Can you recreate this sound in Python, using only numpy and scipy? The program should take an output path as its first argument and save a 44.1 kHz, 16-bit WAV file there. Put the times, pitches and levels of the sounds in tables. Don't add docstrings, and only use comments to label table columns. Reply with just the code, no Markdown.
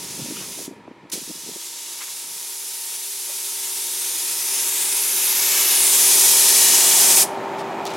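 import sys
import numpy as np
from scipy import signal
from scipy.fft import rfft, irfft
from scipy.io import wavfile
from scipy.ndimage import map_coordinates

SR = 44100
rng = np.random.default_rng(int(sys.argv[2]) if len(sys.argv) > 2 else 0)


def persist_wave(psi):
    counts = np.round(np.clip(psi, -1, 1) * 32767).astype(np.int16)
    wavfile.write(sys.argv[1], SR, np.atleast_2d(counts).T)


N = 351036
TIME = np.arange(N) / SR
FREQS = np.maximum(np.fft.rfftfreq(N, 1 / SR), 1)


def undb(db):
    return 10 ** (np.asarray(db) / 20)


def unit(x):
    return x / np.sqrt(np.mean(x ** 2))


def curves(rows):
    times, *columns = np.transpose(rows)
    return [np.interp(TIME, times, column) for column in columns]


def colour(points):
    hz, db = np.transpose(points)
    return undb(np.interp(np.log(FREQS), np.log(hz), db))


def resonance(hz, width):
    return 1 / (1 + 1j * (FREQS ** 2 - hz ** 2) / (FREQS * width))


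def above(hz, order=8):
    return 1 / np.sqrt(1 + (hz / FREQS) ** (2 * order))


def shape(x, response):
    return irfft(rfft(x) * response, N)


def noise(response):
    spectrum = rng.standard_normal(2 * len(FREQS)).view(complex)
    return unit(irfft(response * spectrum, N))


def walk(rate):
    return noise(np.exp(-(FREQS - 1) / rate))


def delayed(x, ms):
    fine = signal.resample_poly(x, 2, 1)
    positions = 2 * (np.arange(N) - ms * SR / 10 ** 3)
    return map_coordinates(fine, [positions], order=3, mode="mirror")


def spread(mid, side):
    return np.array([mid + side, mid - side])


# opens t/s, closes t/s, relative level/dB, extra level of the stored hose pressure/dB
PULLS = [(-.5, 0.659, -0.5, 2), (1.116, 7.23, 0, 11)]


def trigger(open_s=0.0045, close_s=0.011, bleed_s=0.037, spit_db=-2, spit_s=0.0045):
    flow, spit_lead_s = 0, .0185
    for start, stop, db, surge_db in PULLS:
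        age = np.maximum(TIME - start, 0)
        opening = 1 - np.exp(-age / open_s)
        closing = np.exp(-np.maximum(TIME - stop, 0) / close_s)
        cracked = np.maximum(TIME - start + spit_lead_s, 0) / spit_s
        spit = undb(spit_db) * 2 * cracked * np.exp(-cracked ** 2)
        pressure = undb(db + surge_db / (1 + (age / bleed_s) ** 3))
        flow = flow + spit + opening * closing * pressure
    return flow


# f/Hz, relative level per Hz/dB
JET_COLOUR = [(650, -18), (1100, -11.5), (1550, -11), (2400, -4.5), (3150, -5), (3600, -3.5), (4250, -6),
              (5300, -3.5), (6500, -1.6), (8300, -4.5), (9200, -3), (10400, -3), (12300, -7),
              (13700, -11.7), (15100, -16)]
# t/s, level/dB
SWELL = [(.2, -33.5), (.62, -34.5), (1.3, -36.5), (4.49, -24), (4.55, -22.5), (5.06, -21.5), (5.18, -20),
         (5.47, -19), (6.05, -14), (6.66, -14), (6.79, -14.5), (7.2, -13)]
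# t/s, level of the beamed treble before the whole jet is evened out/dB
AIM = [(.3, -2), (.65, -0.5), (1.8, -3), (2.45, 2.5), (4.5, 3), (5.25, 5), (5.55, 4), (6.1, 3.5), (6.85, 1),
       (7.2, 4)]
# t/s, level before evening out/dB
RUSH = [(.3, -9), (1.4, -12), (2.6, -10.5), (3.8, -10.5), (4.6, -9), (5.2, -7.5), (5.6, -5), (5.9, -9.5),
        (6.25, -11.5), (6.7, -10), (7.2, -9.5)]
HIGHEST_DB, HIGHEST_PER_DB = 0.5, -0.0681


def jet(flutter_db=0.59, rush_hz=3400, beam_hz=8500, shade_hz=12800):
    swell_db, aim = curves(SWELL)[0], undb(curves(AIM)[0])
    highest_db = HIGHEST_DB + HIGHEST_PER_DB * (swell_db - swell_db.min())
    spectrum = colour(JET_COLOUR) * above(510, order=2)
    upper, top = above(rush_hz, order=5), above(beam_hz, order=6)
    rush = noise(spectrum * np.sqrt(1 - upper ** 2)) * undb(curves(RUSH)[0])
    hiss = noise(spectrum * upper * np.sqrt(1 - top ** 2))
    beam = noise(spectrum * top)
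    beam = beam + (undb(highest_db) - 1) * shape(beam, above(shade_hz, order=14))
    evened = (rush + hiss + aim * beam) / np.hypot(1, aim)
    return evened * undb(swell_db + flutter_db * walk(32)) * trigger()


def yard_echo(x, t60=0.3, dull_hz=7000):
    t = TIME[:SR // 2]
    tail = rng.standard_normal(len(t)) * undb(-60 * t / t60) * (t > .008)
    tail = signal.lfilter(*signal.butter(1, min(dull_hz, .45 * SR), fs=SR), tail)
    return signal.fftconvolve(x, tail / np.linalg.norm(tail))[:N]


def scatter(x, count=3):
    out, t = 0, TIME[:SR // 200]
    for _ in range(count):
        echoes = rng.standard_normal(len(t)) * (t > .0008)
        out = out + walk(0.66) * signal.oaconvolve(x, echoes / np.linalg.norm(echoes))[:N]
    return out / np.sqrt(count)


# t/s, lag of the rim's echo/ms, its strength (0-1)
RIM = [(2.6, .6, .03), (3.15, .59, .09), (3.5, .53, .03), (3.85, .428, .11), (4.12, .387, .33),
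       (4.28, .32, .12), (4.45, .276, .36), (4.62, .227, .2), (4.8, .182, .38), (5, .136, .26),
       (5.3, .122, .48), (5.55, .105, .31), (5.7, .12, .34), (5.92, .184, .3), (6.1, .255, .07),
       (6.3, .313, .13), (6.8, .312, .03), (7.2, .306, .18)]


def closeness():
    rim_ms = curves(RIM)[0]
    return rim_ms.min() / rim_ms


# t/s, lag of the cup's echo/ms, strength (0-1)
CUP = [(0, .199, .14), (.6, .195, .08), (1.3, .212, .13), (2, .28, .07), (2.4, .18, .05), (3.1, .23, .06),
       (4.1, .224, .09), (4.5, .13, .02), (4.65, .103, .12), (4.9, .139, .1), (5.3, .135, .19),
       (5.52, .15, .17), (5.8, .136, .07), (6.5, .141, .06), (6.85, .132, .23), (7.2, .138, .18)]
PANEL_MS, PANEL_PER_RIM, PANEL_SHARE = 2.07, 2, .15
YARD_ECHO_DB, YARD_FALL_PER_DB = -11.5, 0.36
PAN_DB, PAN_CROSS_S, PAN_S = .55, 3.4, 1.2


def spray_gun(gun_db=0.4, side_db=-11.0, rim_hz=6900, cup_hz=3500):
    rim_ms, rim_share = curves(RIM)
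    cup_ms, cup_share = curves(CUP)
    swell_db = curves(SWELL)[0]
    direct = jet()
    mid = direct - rim_share * delayed(shape(direct, above(rim_hz, order=2)), rim_ms)
    mid = mid + cup_share * delayed(shape(direct, above(cup_hz, order=2)), cup_ms)
    panel_ms = PANEL_MS + PANEL_PER_RIM * rim_ms
    mid = mid + PANEL_SHARE * np.sqrt(closeness()) * delayed(direct, panel_ms)
    mid = mid + .17 * scatter(direct)
    to_yard = direct * undb(YARD_FALL_PER_DB * (swell_db.min() - swell_db))
    mid = mid + undb(YARD_ECHO_DB) * yard_echo(to_yard)
    treble = above(4200, order=18) * np.sqrt(1 - above(14000, order=10) ** 2)
    lean = undb(PAN_DB * np.tanh((TIME - PAN_CROSS_S) / PAN_S) / 2) - 1
    side = shape(undb(side_db) * jet() + lean * mid, treble)
    return undb(gun_db) * spread(mid, side)


# f/Hz, relative level per Hz/dB
LEAK = [(2000, -10), (5000, -4), (7000, 3), (9800, -11), (11200, -7), (12200, -2.5), (13500, -14),
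        (15500, -12)]
LEAK_DB = -55


def leak():
    after_last_pull = TIME > PULLS[-1][1]
    return undb(LEAK_DB) * noise(colour(LEAK) * above(2000, order=2)) * after_last_pull


STROKE_HZ = 13.936
# t/s, low level/dB, middle level/dB, high level/dB (relative)
HUM = [(0, -4, 4, -9), (.6, -5, 8, -3), (1, 0, -7, 0.5), (1.7, 0.5, -9, 2), (2.2, -10, -1, .5),
       (2.7, -19, -2.5, 0), (3.6, -7.5, -1.5, -2), (4.4, -5.5, -3, -.5), (5.4, -20, -1, -2.5),
       (6, -10, -2.5, -8), (7.05, -11, 0, 0), (7.6, -7, 2, -5)]
HUM_MULTIPLES = (24, 28, 66)
# relative level at the start/dB, relative level once the walk is over/dB
TONES = [(-26, -8), (-21, -9), (-10, -10), (-1, -15.5), (-7, -27), (6.5, -16)]
TONE_MULTIPLES = (25, 29, 35, 59, 63, 68)
# f/Hz, width/Hz, relative level/dB
CASING = [(334, 32, -0.5), (393, 50, 1), (822, 110, 0), (920, 62, 5), (1690, 150, -18), (2480, 130, -18)]


def compressor(waver_db=1, tone_db=-1.0, clatter_db=-6.0, rush_db=-7.5, walk_s=6.0):
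    turns = STROKE_HZ * np.cumsum(1 + 0.00055 * walk(2.6)) / SR
    moved = np.minimum(TIME / walk_s, 1)
    levels = curves(HUM) + [first_db + (last_db - first_db) * moved for first_db, last_db in TONES]
    tones = 0
    for multiple, db in zip(HUM_MULTIPLES + TONE_MULTIPLES, levels):
        cycles = multiple * turns + rng.random() + 0.093 * walk(1.2)
        tones = tones + undb(db + waver_db * walk(1.5)) * np.sin(2 * np.pi * cycles)
    casing = sum(undb(db) * resonance(hz, width) for hz, width, db in CASING)
    casing = casing * above(230, order=2) * (1 - above(3200, order=8))
    stroke = rng.standard_normal(SR // 14)
    repeated = np.interp(turns % 1, np.linspace(0, 1, len(stroke)), stroke)
    clatter = unit(shape(repeated, casing))
    return undb(tone_db) * np.sqrt(2) * tones + undb(clatter_db) * clatter + undb(rush_db) * noise(casing)


# t/s, length/s, level/dB, centre f/Hz, width/Hz (before a fixed widening)
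SCUFFS = [(0.361, 0.014, -38.5, 1330, 300), (0.346, 0.088, -41, 2880, 380), (.38, 0.086, -45, 1090, 900),
          (1.987, 0.063, -39, 1710, 1800), (2.062, 0.042, -46, 1300, 1700), (3.273, 0.076, -47, 1200, 1700),
          (7.574, 0.052, -41, 3530, 3500), (7.852, 0.038, -36, 4170, 3000),
          (7.882, 0.05, -36.5, 3060, 2600), (7.919, .07, -37, 3000, 2700)]


def scuffs(grit_db=3.0):
    out = 0
    unevenness = np.repeat(rng.standard_normal(N // 64 + 1), 64)[:N]
    grit = rfft(rng.standard_normal(N) * undb(grit_db * unevenness))
    for start, length, db, hz, width in SCUFFS:
        stroke = np.sin(np.pi * np.clip((TIME - start) / length, 0, 1))
        rasp = unit(irfft(grit * resonance(hz, 1.6 * width) ** 2, N))
        out = out + undb(db) * stroke * rasp
    return out


# t/s, peak level/dB, centre f/Hz
CRACKS = [(7.853, -22, 8500), (7.8547, -27, 3000), (7.865, -28, 5000), (7.8677, -25, 6000),
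          (7.8707, -17, 3180), (7.903, -30, 6000), (7.9368, -33, 5000), (7.9385, -28, 7000),
          (7.95, -29, 5500)]


def cracks(ring_s=0.001):
    out = 0
    for start, db, hz in CRACKS:
        burst = rng.standard_normal(N) * (TIME >= start) * np.exp(-np.abs(TIME - start) / ring_s)
        tick = signal.lfilter(*signal.iirpeak(hz, 1.8, fs=SR), burst)
        out = out + undb(db) * tick / np.abs(tick).max()
    return out


SQUEAK_S, SQUEAK_LENGTH_S, SQUEAK_HZ, SQUEAK_RISE, SQUEAK_DB = 3.258, .085, 525, .45, -51.5


def squeak():
    progress = np.clip((TIME - SQUEAK_S) / SQUEAK_LENGTH_S, 0, 1)
    wobble, rough = 1 + .12 * walk(140), 1 + .5 * walk(110)
    hz = SQUEAK_HZ * (1 + SQUEAK_RISE * progress ** 3) * wobble
    tone = np.sin(2 * np.pi * np.cumsum(hz) / SR)
    return np.sqrt(2) * undb(SQUEAK_DB) * rough * np.sin(np.pi * progress) * tone


# t/s, level of
# the first pop before filtering/dB, f/Hz, length/s
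PUFFS = [(0.189, -32, 280, 0.0033), (.195, -25, 240, 0.0089), (0.218, -23, 217, 0.012),
         (0.244, -28, 250, 0.0033), (0.257, -26.5, 290, 0.0096), (0.285, -25, 260, 0.0037),
         (.301, -26, 258, 0.0026), (0.308, -24, 300, 0.0039), (0.321, -25, 280, 0.0043),
         (0.34, -33, 240, 0.0028), (0.359, -31, 248, 0.055), (.576, -33, 370, 0.0036),
         (.589, -28.5, 696, 0.0036), (0.592, -32, 300, .003), (.603, -28.5, 340, .013),
         (0.626, -34, 270, 0.0033), (0.642, -41, 420, 0.022), (.679, -22, 284, 0.0029),
         (0.69, -31, 283, 0.0085), (.71, -29, 300, 0.011), (.724, -35, 270, 0.016),
         (0.781, -37, 280, 0.036), (.878, -30, 676, 0.0045), (0.881, -30.5, 297, 0.0025),
         (0.908, -34, 290, 0.0034), (.913, -30.5, 294, 0.0053), (.967, -44, 307, 0.02),
         (1.035, -39, 240, .01), (1.052, -35, 280, 0.0107), (1.132, -28, 300, 0.012),
         (1.154, -29, 390, 0.013), (1.173, -31, 400, .02), (1.216, -35, 330, 0.013),
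         (1.277, -36, 300, 0.015), (1.296, -28.5, 326, .025), (1.352, -41, 304, 0.029),
         (1.435, -40, 300, .015), (1.463, -34.5, 350, 0.028), (1.489, -30, 380, .0091),
         (1.511, -36, 310, 0.012), (1.536, -37, 750, .003), (1.56, -30.5, 357, 0.0078),
         (2.24, -51, 228, 0.13)]


def eddies(cycles=0.98, after_db=-6, eddy_rate=330, edge=0.087):
    out, t = np.zeros(N), TIME[:SR // 20]
    for start, db, hz, length in PUFFS:
        count = 1 + int(length * eddy_rate)
        for k, (when, detune, size) in enumerate(rng.random((count, 3))):
            later = k > 0
            turns = t * hz * 2 ** (later * 2.1 * (detune - .5))
            wave = np.sin(2 * np.pi * turns) + edge * np.sin(4 * np.pi * turns)
            age = 2 * turns / cycles
            pop = wave * age * np.exp(1 - age)
            i = int((start + later * when * length) * SR)
            out[i:i + len(t)] += pop * undb(db + later * (after_db - 1.1 * size))
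    return shape(out, above(153, order=3))


def wind(puff_db=0, side_db=-14, rumble_db=-46, dying_db=-15):
    end_s, gust_db = 1.58, 2.3
    fade_out = np.clip((end_s - TIME) / .05, 0, 1)
    breeze = undb(rumble_db + dying_db * TIME / end_s + gust_db * walk(8.9)) * fade_out
    rumble = breeze * noise(resonance(190, 370) ** 2 * above(77, order=2))
    side = undb(side_db) * shape(eddies(), above(930, order=2))
    return spread(undb(puff_db) * eddies() + rumble, side)


# f/Hz, relative level per Hz/dB
AIR = [(25, -38), (60, -26), (105, -9.5), (220, -4.5), (400, 3), (620, -3), (790, -7.5), (980, 4.5),
       (1130, -4.5), (1350, -2), (1530, -9), (1720, -1), (2000, -4), (2480, -3), (2660, -10), (2850, -9.5),
       (3900, -13.5), (5500, -20.5), (9000, -28), (12400, -35), (14000, -44)]
AIR_DB = -23.5
LULL_S, LULL_WIDTH_S, LULL_DB, BREEZE_DB, BREEZE_S = 3.17, 0.38, -4.5, 7.5, 2.16


def open_air(side_db=-11):
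    side = undb(side_db) * shape(noise(colour(AIR)), above(4000, order=8))
    breeze_db = BREEZE_DB / (1 + (TIME / BREEZE_S) ** 10)
    lull_db = LULL_DB * np.exp(-((TIME - LULL_S) / LULL_WIDTH_S) ** 2)
    return spread(noise(colour(AIR)), side) * undb(AIR_DB + breeze_db + lull_db)


# f/Hz, relative level per Hz/dB
ROAR = [(50, -57), (100, -16), (230, -4), (480, -8.5), (610, 0), (690, -1.5), (790, 2.5), (880, 1.5),
        (1080, -8.5), (1300, -8.5), (2050, -28), (2450, -30), (2800, -26), (5000, -47), (15000, -52)]
TRAFFIC_DB, TRAFFIC_NEAREST_S, TRAFFIC_PASS_S, TRAFFIC_FAR_DB = -16, 7.63, 0.52, -33.5


def distant_roar():
    vehicle = undb(TRAFFIC_DB) / np.hypot(1, (TIME - TRAFFIC_NEAREST_S) / TRAFFIC_PASS_S)
    return noise(colour(ROAR)) * np.hypot(vehicle, undb(TRAFFIC_FAR_DB))


COMPRESSOR_DB = -25


def background():
    together = undb(COMPRESSOR_DB) * compressor() + open_air() + distant_roar()
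    return together * undb(curves(SWELL)[0])


def scene(scuff_side_db=-14):
    shoes = spread(scuffs() + cracks(), undb(scuff_side_db) * scuffs())
    return spray_gun() + leak() + background() + wind() + shoes + squeak()


TOP_HZ = 15850


def record(dry):
    rounded = dry / (1 + (dry / .95) ** 8) ** (1 / 8)
    return signal.sosfilt(signal.ellip(10, .1, 80, TOP_HZ, fs=SR, output="sos"), rounded)


dry = scene()
out = record(dry)
persist_wave(out)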